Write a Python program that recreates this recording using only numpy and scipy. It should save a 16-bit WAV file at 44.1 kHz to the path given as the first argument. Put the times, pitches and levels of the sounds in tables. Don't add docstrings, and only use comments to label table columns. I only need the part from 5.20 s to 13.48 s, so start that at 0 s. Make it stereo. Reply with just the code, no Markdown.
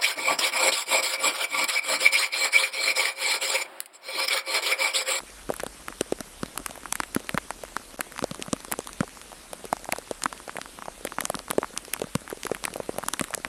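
import sys
import numpy as np
from scipy import signal
from scipy.io import wavfile
from scipy.ndimage import uniform_filter1d

SR = 44100
rng = np.random.default_rng(int(sys.argv[2]) if len(sys.argv) > 2 else 0)


def unload_audio(sound):
    columns = np.transpose(np.atleast_2d(sound))
    steps = np.round(np.clip(columns, -1, 1) * 32767)
    wavfile.write(sys.argv[1], SR, steps.astype(np.int16))


def elevation(decibels):
    levels = np.asarray(decibels, float)
    return 10 ** (levels / 20)


N = 365148


def evened(x):
    return x / np.sqrt(np.mean(x ** 2) + 1e-20)


def along(rows):
    return np.interp(np.arange(N) / SR, *np.transpose(rows))


def add(mix, start_s, sound):
    part = mix[round(start_s * SR):][:len(sound)]
    part += sound[:len(part)]


def band(x, lo_hz, hi_hz):
    return signal.sosfilt(signal.butter(2, [lo_hz, hi_hz], "bandpass", fs=SR, output="sos"), x)


def through_ports(x):
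    # frequency in Hz, gain in dB.
    port_colours = [
        [(60, -7.5), (250, 2.5), (1200, .2), (2800, -4.5), (4600, -12.5), (6100, -16.5), (7500, -7.5), (9000, -5), (10800, 2), (12500, -11), (13400, -10), (16000, -34)],
        [(60, -6.5), (250, 5.5), (700, 1), (2500, 1), (4200, 0), (5200, -1), (6000, 0), (7000, -2.5), (8800, 2.5), (10500, -7.5), (12500, -14), (16000, -38)],
    ]
    grid_hz = abs(np.fft.fftfreq(4096, 1 / SR))
    out = []
    for channel, colour in zip(x, port_colours):
        hz, db = np.transpose(colour)
        log_gain = np.log(elevation(np.interp(np.log(grid_hz + 1), np.log(hz), db)))
        response = np.exp(np.conj(signal.hilbert(log_gain)))
        taps = np.fft.ifft(response).real[:1024]
        out.append(signal.oaconvolve(channel, taps / np.linalg.norm(taps))[:N])
    return np.array(out)


def every_drop():
    # start in seconds, thump pitch in Hz, thump peak in dB,
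    # splash in dB, thump loss to the far microphone in dB.
    left_wet = [(0.3023, 555, -5, -28, -17), (0.3394, 1480, -17, -26, -16), (0.365, 870, -27, -28, -3),
                (0.4347, 580, -11, -28, -17), (0.6836, 1390, -9, -27, -12), (1.3766, 1360, -10, -16, -21),
                (1.7549, 1900, -9, -17, -25), (2.0932, 2040, -6, -23, -22), (2.1761, 1530, 0, -23, -30),
                (2.4362, 600, -16, -28, -20), (2.8083, 1670, -4, -13, -15), (2.9221, 1650, -22, -33, -10),
                (3.5165, 780, -13, -22, -24), (3.5232, 1940, -6, -11, -17), (4.3323, 600, -16, -23, -20),
                (4.5285, 790, 1, -21, -20), (5.3675, 1900, -10, -27, -11), (5.851, 520, -10, -19, -16),
                (6.0072, 1930, -5, -15, -18), (6.1002, 650, -6, -20, -17), (6.3107, 1160, -5, -15, -16),
                (6.7369, 2010, -9, -10, -13), (7.1007, 890, -23, -27, -18), (7.267, 1430, -7, -19, -21),
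                (7.3483, 1710, -9, -25, -17), (7.7847, 685, -7, -20, -14), (7.9951, 2010, -4, -20, -19),
                (8.0223, 270, -26, -31, -16), (8.0411, 1920, -12, -21, -29), (8.1475, 530, -21, -11, -8)]
    right_heavy = [(0.2923, 360, -14, -35, -10), (0.8103, 408, -6, -12, -24), (0.9233, 433, -5, -25, -14),
                   (2.0028, 480, -26, -31, -17), (3.0411, 570, -5, -21, -23), (3.1123, 220, -16, -25, -10),
                   (3.216, 280, -24, -35, -19), (3.5899, 517, -10, -23, -18), (3.8066, 260, -4, -22, -12),
                   (4.785, 540, -16, -23, -32), (4.9115, 540, -9, -24, -18), (5.2789, 610, -18, -32, -12),
                   (6.0204, 660, -22, -29, -9), (6.0375, 330, -23, -34, -5), (6.1525, 310, -19, -20, -5),
                   (6.1724, 580, -24, -38, -27), (6.304, 330, -15, -19, -14), (6.3332, 600, -18, -34, -29),
                   (6.3825, 460, 1, -26, -21), (6.4182, 540, -24, -35, -24), (6.8177, 481, -8, -23, -31),
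                   (6.9532, 224, -5, -15, -15), (7.2517, 444, -16, -22, -10), (7.3156, 484, -5, -30, -26),
                   (7.863, 345, -24, -30, -30), (8.0111, 284, -7, -18, -9), (8.1769, 540, -18, -32, -12)]
    right_light = [(0.3982, 1640, -12, -31, -25), (0.403, 1760, -16, -25, -32),
                   (1.8023, 1150, -1, -20, -22), (1.8348, 1660, -12, -27, -8), (2.5661, 1230, -4, -21, -15),
                   (2.9623, 1170, -21, -36, -10), (2.9794, 2030, -16, -31, -18),
                   (2.9918, 1150, -10, -21, -16), (3.1462, 1180, -20, -31, -19),
                   (3.2243, 2990, -10, -22, -13), (3.4486, 1150, -18, -29, -12),
                   (3.7312, 2810, -25, -30, -12), (4.0152, 1230, -27, -30, -22),
                   (4.568, 890, -20, -33, -26), (4.6451, 1960, -23, -28, -16),
                   (4.7613, 1020, -16, -29, -25), (5.0212, 1640, -16, -27, -12),
                   (5.0369, 1280, -12, -14, -14), (5.0578, 1210, 0, -24, -15),
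                   (5.1275, 1150, -13, -27, -32), (5.4152, 1840, -12, -27, -11),
                   (5.8726, 2180, -10, -32, -5), (5.9852, 1040, -3, -33, -24),
                   (6.0543, 1230, -13, -15, -15), (6.1918, 1220, -18, -27, -25),
                   (6.5763, 1370, -13, -14, -13), (7.2338, 2200, -12, -24, -19),
                   (7.4402, 1130, -12, -21, -6), (8.1397, 1880, -5, -25, -10), (8.2481, 2030, -4, -25, -26)]
    # start in seconds,
    # thump pitch in Hz, thump peak in dB, thump loss to the far microphone in dB.
    left_dull = [(0.0037, 1100, -18, -15), (1.3592, 670, -21, -3), (2.4506, 1340, -21, -14),
                 (3.3648, 1420, -20, -4), (4.6551, 900, -21, -27), (4.6899, 750, -10, -18),
                 (4.733, 720, -12, -8), (5.2012, 1280, -21, -7), (5.3559, 550, -18, -15),
                 (5.3853, 730, -12, -17), (5.5885, 1090, -18, -10), (5.6229, 1150, -16, -29),
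                 (5.683, 740, -13, -22), (5.9214, 1280, -13, -15), (6.1445, 1190, -10, -28),
                 (6.282, 1050, -18, -29), (6.4306, 1120, -6, -12), (6.5647, 1390, -20, -24),
                 (7.0776, 1390, -16, -16), (7.4795, 990, -11, -32), (7.5593, 620, -11, -25),
                 (7.5797, 580, -25, -12), (7.6013, 556, -9, -19), (7.9423, 1210, -19, -5),
                 (8.0843, 1130, -25, -22), (1.5762, 700, -26, -5), (7.6325, 2580, -26, -15),
                 (3.263, 1000, -24, -11), (4.632, 520, -33, -3), (7.367, 900, -27, -3)]
    right_dull = [(1.6567, 1290, -15, -5), (2.7933, 640, -14, -5), (3.1949, 400, -20, -30),
                  (3.2817, 250, -18, -29), (3.5378, 1250, -11, -17), (3.6922, 1360, -21, -10),
                  (3.8418, 450, -25, -15), (3.8783, 1170, -24, -20), (3.9719, 1080, -24, -23),
                  (4.118, 660, -26, -3), (4.4428, 490, -21, -26), (5.1777, 2650, -24, -12),
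                  (5.2947, 1400, -12, -23), (5.4587, 1120, -19, -29), (5.6569, 920, -19, -11),
                  (6.4445, 1090, -11, -24), (6.6809, 484, -25, -19), (6.7469, 1080, -22, -14),
                  (6.7641, 1130, -18, -29), (6.8411, 260, -17, -20), (7.1273, 440, -13, -30),
                  (7.6929, 500, -7, -23), (8.1322, 1370, -17, -27), (1.4952, 360, -25, -7),
                  (7.5041, 300, -27, -3), (2.045, 380, -30, -24), (2.108, 620, -26, -30),
                  (3.158, 300, -29, -3), (4.595, 560, -33, -10), (7.173, 450, -28, -11)]
    # start in seconds, thump
    # pitch in Hz, thump peak in dB, splash left in dB, splash right in dB.
    middle_drops = [(.3223, 530, -21, -37, -34), (.4651, 590, -13, -32, -26), (1.006, 353, -17, -26, -26.5),
                    (1.2321, 327, -12, -35, -28), (1.9632, 370, -5, -34, -28), (2.1445, 256, -11, -37, -23),
                    (3.025, 350, -13, -35, -29), (3.3308, 303, -6, -33, -15.5),
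                    (3.8315, 560, -15, -50, -44), (4.4532, 450, -20, -31, -32),
                    (6.7969, 440, -21, -44, -27), (7.2972, 670, -21, -48, -44),
                    (7.5671, 470, -25, -29, -38), (7.7623, 710, -21, -56, -38),
                    (8.1062, 640, -24, -31, -31),
                    (.7249, 1340, -23, -49, -51), (1.4621, 1050, -14, -15, -29),
                    (1.5095, 720, -26, -37, -30), (1.5564, 1330, -21, -35, -42),
                    (1.7252, 970, -13, -15, -12.5), (1.949, 2370, -17, -15, -21),
                    (2.3062, 1260, -9, -36, -26), (3.6725, 1150, -20, -29, -27),
                    (4.7238, 1880, -5, -15, -16), (7.1141, 1150, -20, -38, -39),
                    (7.4526, 2040, -6, -14, -18.5), (7.5392, 2590, -21, -29, -29),
                    (7.8291, 1390, -21, -40, -45), (7.8365, 1100, -12, -30, -39),
                    (7.8849, 1190, -10, -14, -18.5), (7.9365, 1250, -12, -23, -14),
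                    (3.4043, 1280, -29, -43, -33), (3.6046, 1140, -30, -58, -32),
                    (6.6508, 2250, -25, -36, -30), (7.1064, 1360, -20, -42, -38)]
    # start in seconds, thump pitch in Hz, thump peak in
    # dB.
    left_small = [(0.0342, 560, -33), (0.4149, 1920, -34), (0.6039, 560, -35), (0.786, 3290, -34),
                  (0.9047, 1140, -31), (0.9871, 1440, -26), (1.0579, 520, -34), (1.4006, 410, -35),
                  (1.4864, 1160, -28), (1.6336, 1380, -27), (1.6815, 750, -33), (1.9289, 600, -34),
                  (2.3899, 780, -32), (2.6049, 580, -36), (2.6173, 1210, -31), (2.8673, 710, -31),
                  (3.4829, 560, -34), (3.6046, 1140, -26), (3.6844, 1100, -37), (4.1289, 750, -28),
                  (4.3978, 500, -35), (5.8685, 1870, -20), (5.9303, 620, -33), (5.9413, 1870, -30),
                  (5.9672, 1120, -31), (6.063, 730, -32), (6.2007, 600, -26), (6.295, 1250, -27),
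                  (6.5334, 1180, -31), (6.5873, 1360, -28), (6.7744, 2630, -27), (6.8697, 620, -28),
                  (7.1476, 710, -33), (7.7292, 1180, -34), (7.9033, 2260, -33), (7.9687, 1490, -28),
                  (8.047, 1440, -23), (8.0759, 1160, -31), (8.1233, 690, -28), (8.1997, 430, -36),
                  (8.2396, 670, -35), (8.2635, 560, -34)]
    right_small = [(0.0332, 340, -30), (0.7017, 340, -26), (0.8613, 520, -35), (0.9871, 520, -35),
                   (1.2829, 300, -31), (1.3926, 390, -26), (1.3996, 320, -23), (1.4136, 540, -33),
                   (1.6336, 340, -31), (2.2502, 340, -31), (2.3604, 390, -34), (2.3904, 520, -35),
                   (2.4807, 1340, -30), (2.5221, 710, -33), (2.5979, 340, -30), (2.7426, 340, -26),
                   (2.8698, 410, -36), (3.4824, 340, -29), (3.5288, 340, -23), (3.66, 340, -33),
                   (3.8934, 1940, -25), (4.1289, 780, -28), (4.3439, 390, -35), (4.3948, 320, -32),
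                   (4.8154, 1310, -29), (4.8223, 1270, -30), (4.8752, 1100, -28), (4.8832, 2240, -30),
                   (5.1496, 410, -34), (5.7792, 620, -30), (5.8096, 470, -26), (6.1822, 750, -35),
                   (6.3539, 320, -28), (6.505, 470, -31), (6.5389, 260, -29), (7.0178, 320, -30),
                   (7.3596, 340, -30), (7.4259, 520, -31), (7.4708, 1400, -26), (7.5297, 410, -25),
                   (7.7287, 520, -34), (7.7422, 300, -27), (7.7751, 730, -33), (7.7951, 840, -27),
                   (7.8081, 1420, -29), (8.2002, 370, -28), (8.2635, 300, -27)]

    left = [(row, -11) for row in left_wet]
    left += [((s, hz, hit, -41, loss), -2.5) for s, hz, hit, loss in left_dull]
    right = [(row, -17) for row in right_heavy]
    right += [(row, -13) for row in right_light]
    right += [((s, hz, hit, -38, loss), -14) for s, hz, hit, loss in right_dull]

    rows = [(s, hz, hit, hit + loss, wet, wet + wet_loss) for (s, hz, hit, wet, loss), wet_loss in left]
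    rows += [(s, hz, hit + loss, hit, wet + wet_loss, wet) for (s, hz, hit, wet, loss), wet_loss in right]
    rows += [(s, hz, hit - 2.2, hit, *wet) for s, hz, hit, *wet in middle_drops]
    far_db, wet_db = -18, -14
    rows += [(s, hz, hit, hit + far_db, hit + wet_db, -70) for s, hz, hit in left_small]
    rows += [(s, hz, hit + far_db, hit, -70, hit + wet_db) for s, hz, hit in right_small]
    return rows


def thump(hz, chance, knock=.6, knock_hz=1250, rebound=.45, body=.1, heavy_body=.42):
    t = np.arange(800) / SR
    u = t * hz
    heavy = hz < 400
    if heavy:
        settle, sink, cycles = .58, 1.05, .8
    else:
        settle, sink, cycles = .86, .5, 1.05 if hz < 1000 else .82
    turns = settle * u + sink * (.65 + .5 * chance[0]) * .55 * (1 - np.exp(-u / .7))
    decay = np.exp(-u / (cycles * (.8 + .4 * chance[1])))
    swing = np.sin(2 * np.pi * turns) * decay * (1 - np.exp(-u / .16))
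    hard = knock if heavy else .3 * chance[2] ** 2
    swing += hard * np.sin(2 * np.pi * knock_hz * (.8 + .35 * chance[3]) * t) * np.exp(-t / .0013)
    answer_hz = 480 + 160 * chance[6] if heavy else 200 + 200 * chance[6]
    answer = heavy_body if heavy else body
    swing += answer * np.sin(2 * np.pi * answer_hz * t) * np.exp(-t / .0035)
    second_t = 1.25 * (t - .0015 - .004 * chance[5])
    swing += rebound * chance[4] ** 2 * np.interp(second_t, t, swing, 0, 0)
    swing = signal.lfilter([1, -1], [1, -np.exp(-2 * np.pi * .16 * hz / SR)], swing)
    return swing / abs(swing).max()


def splash(noise, chance, quick_s=.0003, slow_s=.002, spray=.05, lead_s=.0016, lead=.17):
    t = (np.arange(len(noise)) - 300) / SR
    after = np.exp(-abs(t) / (quick_s * (.5 + 1.5 * chance))) + spray * np.exp(-abs(t) / slow_s)
    before = np.exp(-abs(t) / .00018) + lead * np.exp(-abs(t) / lead_s)
    burst = noise * np.where(t > 0, after, before)
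    return burst / np.sqrt(np.sum(burst ** 2) / 140)


def near_drops(ragged=.24, ragged_s=.0045):
    thumps, splashes, breakup = np.zeros((3, 2, N + 300))
    drops = every_drop()
    chances = rng.random((len(drops), 2, 12))
    noises = rng.standard_normal((len(drops), 2, 900))
    for (s, hz, *db), pair, hiss in zip(drops, chances, noises):
        heavy = hz < 400
        for side in (0, 1):
            chance = pair[side]
            far = db[side] < db[1 - side]
            heard_s = s + far * (.0006 * chance[7] + .21 / hz)
            detune = 1 + far * .5 * (chance[8] - .4)
            sign = 1 if heavy or chance[9] < (.5 if far else .8) else -1
            thump_gain = sign * elevation(db[side] + (1.2 if heavy else -.7))
            add(thumps[side], heard_s, thump_gain * thump(hz * detune, chance))
            add(splashes[side], heard_s, elevation(db[2 + side] + .3) * splash(hiss[side], chance[10]))
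            fade = np.exp(-np.arange(900) / SR / (ragged_s * (.4 + chance[11])))
            rattle = hiss[side, ::-1] ** 3 / 4 * fade
            add(breakup[side], heard_s, ragged * elevation(db[side]) * rattle)
    wet_cover = band(thumps, 85, 6000) + band(breakup, 300, 2100)
    spray = band(band(splashes[:, 300:], 1800, 21000), 2610, 21000)
    return wet_cover[:, :N] + through_ports(spray)


def hum_of_cover(x, hz=265, width_hz=36, ring_level=.18):
    r = np.exp(-np.pi * width_hz / SR)
    poles = [1, -2 * r * np.cos(2 * np.pi * hz / SR), r * r]
    return x + ring_level * signal.lfilter([1 - r, 0, r - 1], poles, x)


def shatters(per_s=1800, hz=1600, width_hz=900, bright=.35):
    # start in seconds, length in seconds, level left in dB, level right in dB.
    shattered_drops = [
        (.399, .011, -40, -19),
        (.4325, .004, -20, -34),
        (.8175, .004, -23, -40),
        (1.945, .005, -26, -26),
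        (2.1775, .007, -11, -36),
        (4.7245, .004, -14, -14),
        (7.4535, .006, -20, -22),
        (7.938, .009, -26, -24),
    ]
    out = np.zeros((2, N))
    t = np.arange(200) / SR
    ring = np.sin(2 * np.pi * hz * t) * np.exp(-np.pi * width_hz * t)
    ring += bright * np.sin(2 * np.pi * 2.1 * hz * t) * np.exp(-np.pi * 1.5 * width_hz * t)
    chances = rng.random((len(shattered_drops), 2, 2, 700))
    for (s, length_s, *db), (size, when) in zip(shattered_drops, chances):
        u = np.arange(700) / SR / length_s
        fade = np.exp(-u ** 2) * (u < 1.3)
        for side in (0, 1):
            droplets = (2 * size[side] - 1) * (when[side] < per_s / SR) * fade
            rattle = np.convolve(droplets, ring) + .5 * np.pad(droplets, (0, 199))
            add(out[side], s, elevation(db[side]) * rattle / (abs(rattle).max() + 1e-9))
    return out


def patter(per_s=66, level_db=-45, spread_db=3.8):
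    out = np.zeros((2, N))
    taps = [thump(240 * 7.5 ** chance[9] ** 2.2, chance)[:500] for chance in rng.random((120, 12))]
    count = int(2 * per_s * N / SR)
    for kind, size, sign, side, when in rng.random((1600, 5))[:count]:
        db = level_db - spread_db * np.log(.06 + size)
        tap = taps[int(kind * len(taps))]
        add(out[int(side < .55)], when * N / SR, elevation(db) * np.sign(sign - .4) * tap)
    return band(out, 150, 9000)


def far_rain(patchy_db=2.2, grains_per_s=2500, grainy=.45):
    # time in seconds, level in dB.
    rain_strength = [
        (0.0, -49.5),
        (6.94, -50.5),
        (7.93, -49),
        (8.28, -50.5),
    ]
    grains = elevation(3.53 * rng.exponential(1, (2, N))) * (rng.random((2, N)) < grains_per_s / SR)
    grains *= rng.choice([-1., 1.], (2, N))
    hiss = rng.standard_normal((2, N)) + grainy * evened(grains)
    _, _, z = signal.stft(hiss, nperseg=256)
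    drift = uniform_filter1d(rng.standard_normal(z.shape), 6, 1)
    patches = evened(uniform_filter1d(drift, 14, 2))
    wash = signal.istft(z * elevation(patchy_db * patches), nperseg=256)[1][:, :N]
    side_gain = elevation([[3.0], [6.0]])
    return elevation(along(rain_strength)) * evened(through_ports(wash)) * side_gain


def rumble(shared=.7):
    # time in seconds, level in dB.
    air_strength = [
        (0, -49),
        (2.4, -49.5),
        (2.8, -54),
        (8.28, -53),
    ]
    left, right, both = rng.standard_normal((3, N))
    air = band(np.array([left, right]) + shared * both, 30, 56)
    return elevation(along(air_strength) - 2.5) * evened(air)


def scene():
    return hum_of_cover(near_drops()) + shatters() + patter() + far_rain() + rumble()


def starved(x, limit_db=-87.5, top_hz=13900, busy=1.05, sudden=3.7):
    hz, t, z = signal.stft(x, SR, nperseg=256, noverlap=128)
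    now = uniform_filter1d(abs(z) ** 2, 2, 1)
    lasting = uniform_filter1d(now, 12, 2)
    recent = uniform_filter1d(now.sum((0, 1)), 7, origin=3)
    loud_db = 10 * np.log10(recent + 1e-12)
    edge_hz = top_hz + 450 * np.repeat(rng.uniform(-1, 1, len(t)), 16)[:len(t)]
    over_db = busy * np.clip(loud_db + 42, 0, 14) + 9 * (hz[:, None] > edge_hz)
    limit = elevation(limit_db + 3 + over_db) ** 2
    strength = np.minimum(lasting, 2.2 * uniform_filter1d(now, 5, 1))
    weak = (strength < limit) & (hz[:, None] > 3000)
    weak &= uniform_filter1d(now / (lasting + 1e-20), 12, 1) < sudden
    return signal.istft(z * ~weak, SR, nperseg=256, noverlap=128)[1][:, :N]


def roll_off(x):
    return signal.sosfilt(signal.butter(12, 16650, fs=SR, output="sos"), x)


def record(dry):
    # start and end of the silence, both in seconds.
    silence_s = (2.7635, 2.772)
    t = np.arange(N) / SR
    outside_s = np.maximum(silence_s[0] - t, t - silence_s[1])
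    sounding = np.clip(outside_s / .002, .03, 1)
    overloaded = 1.314 * np.tanh(dry / 1.283)
    return roll_off(starved(overloaded) * sounding)


dry = scene()
out = record(dry)
unload_audio(out)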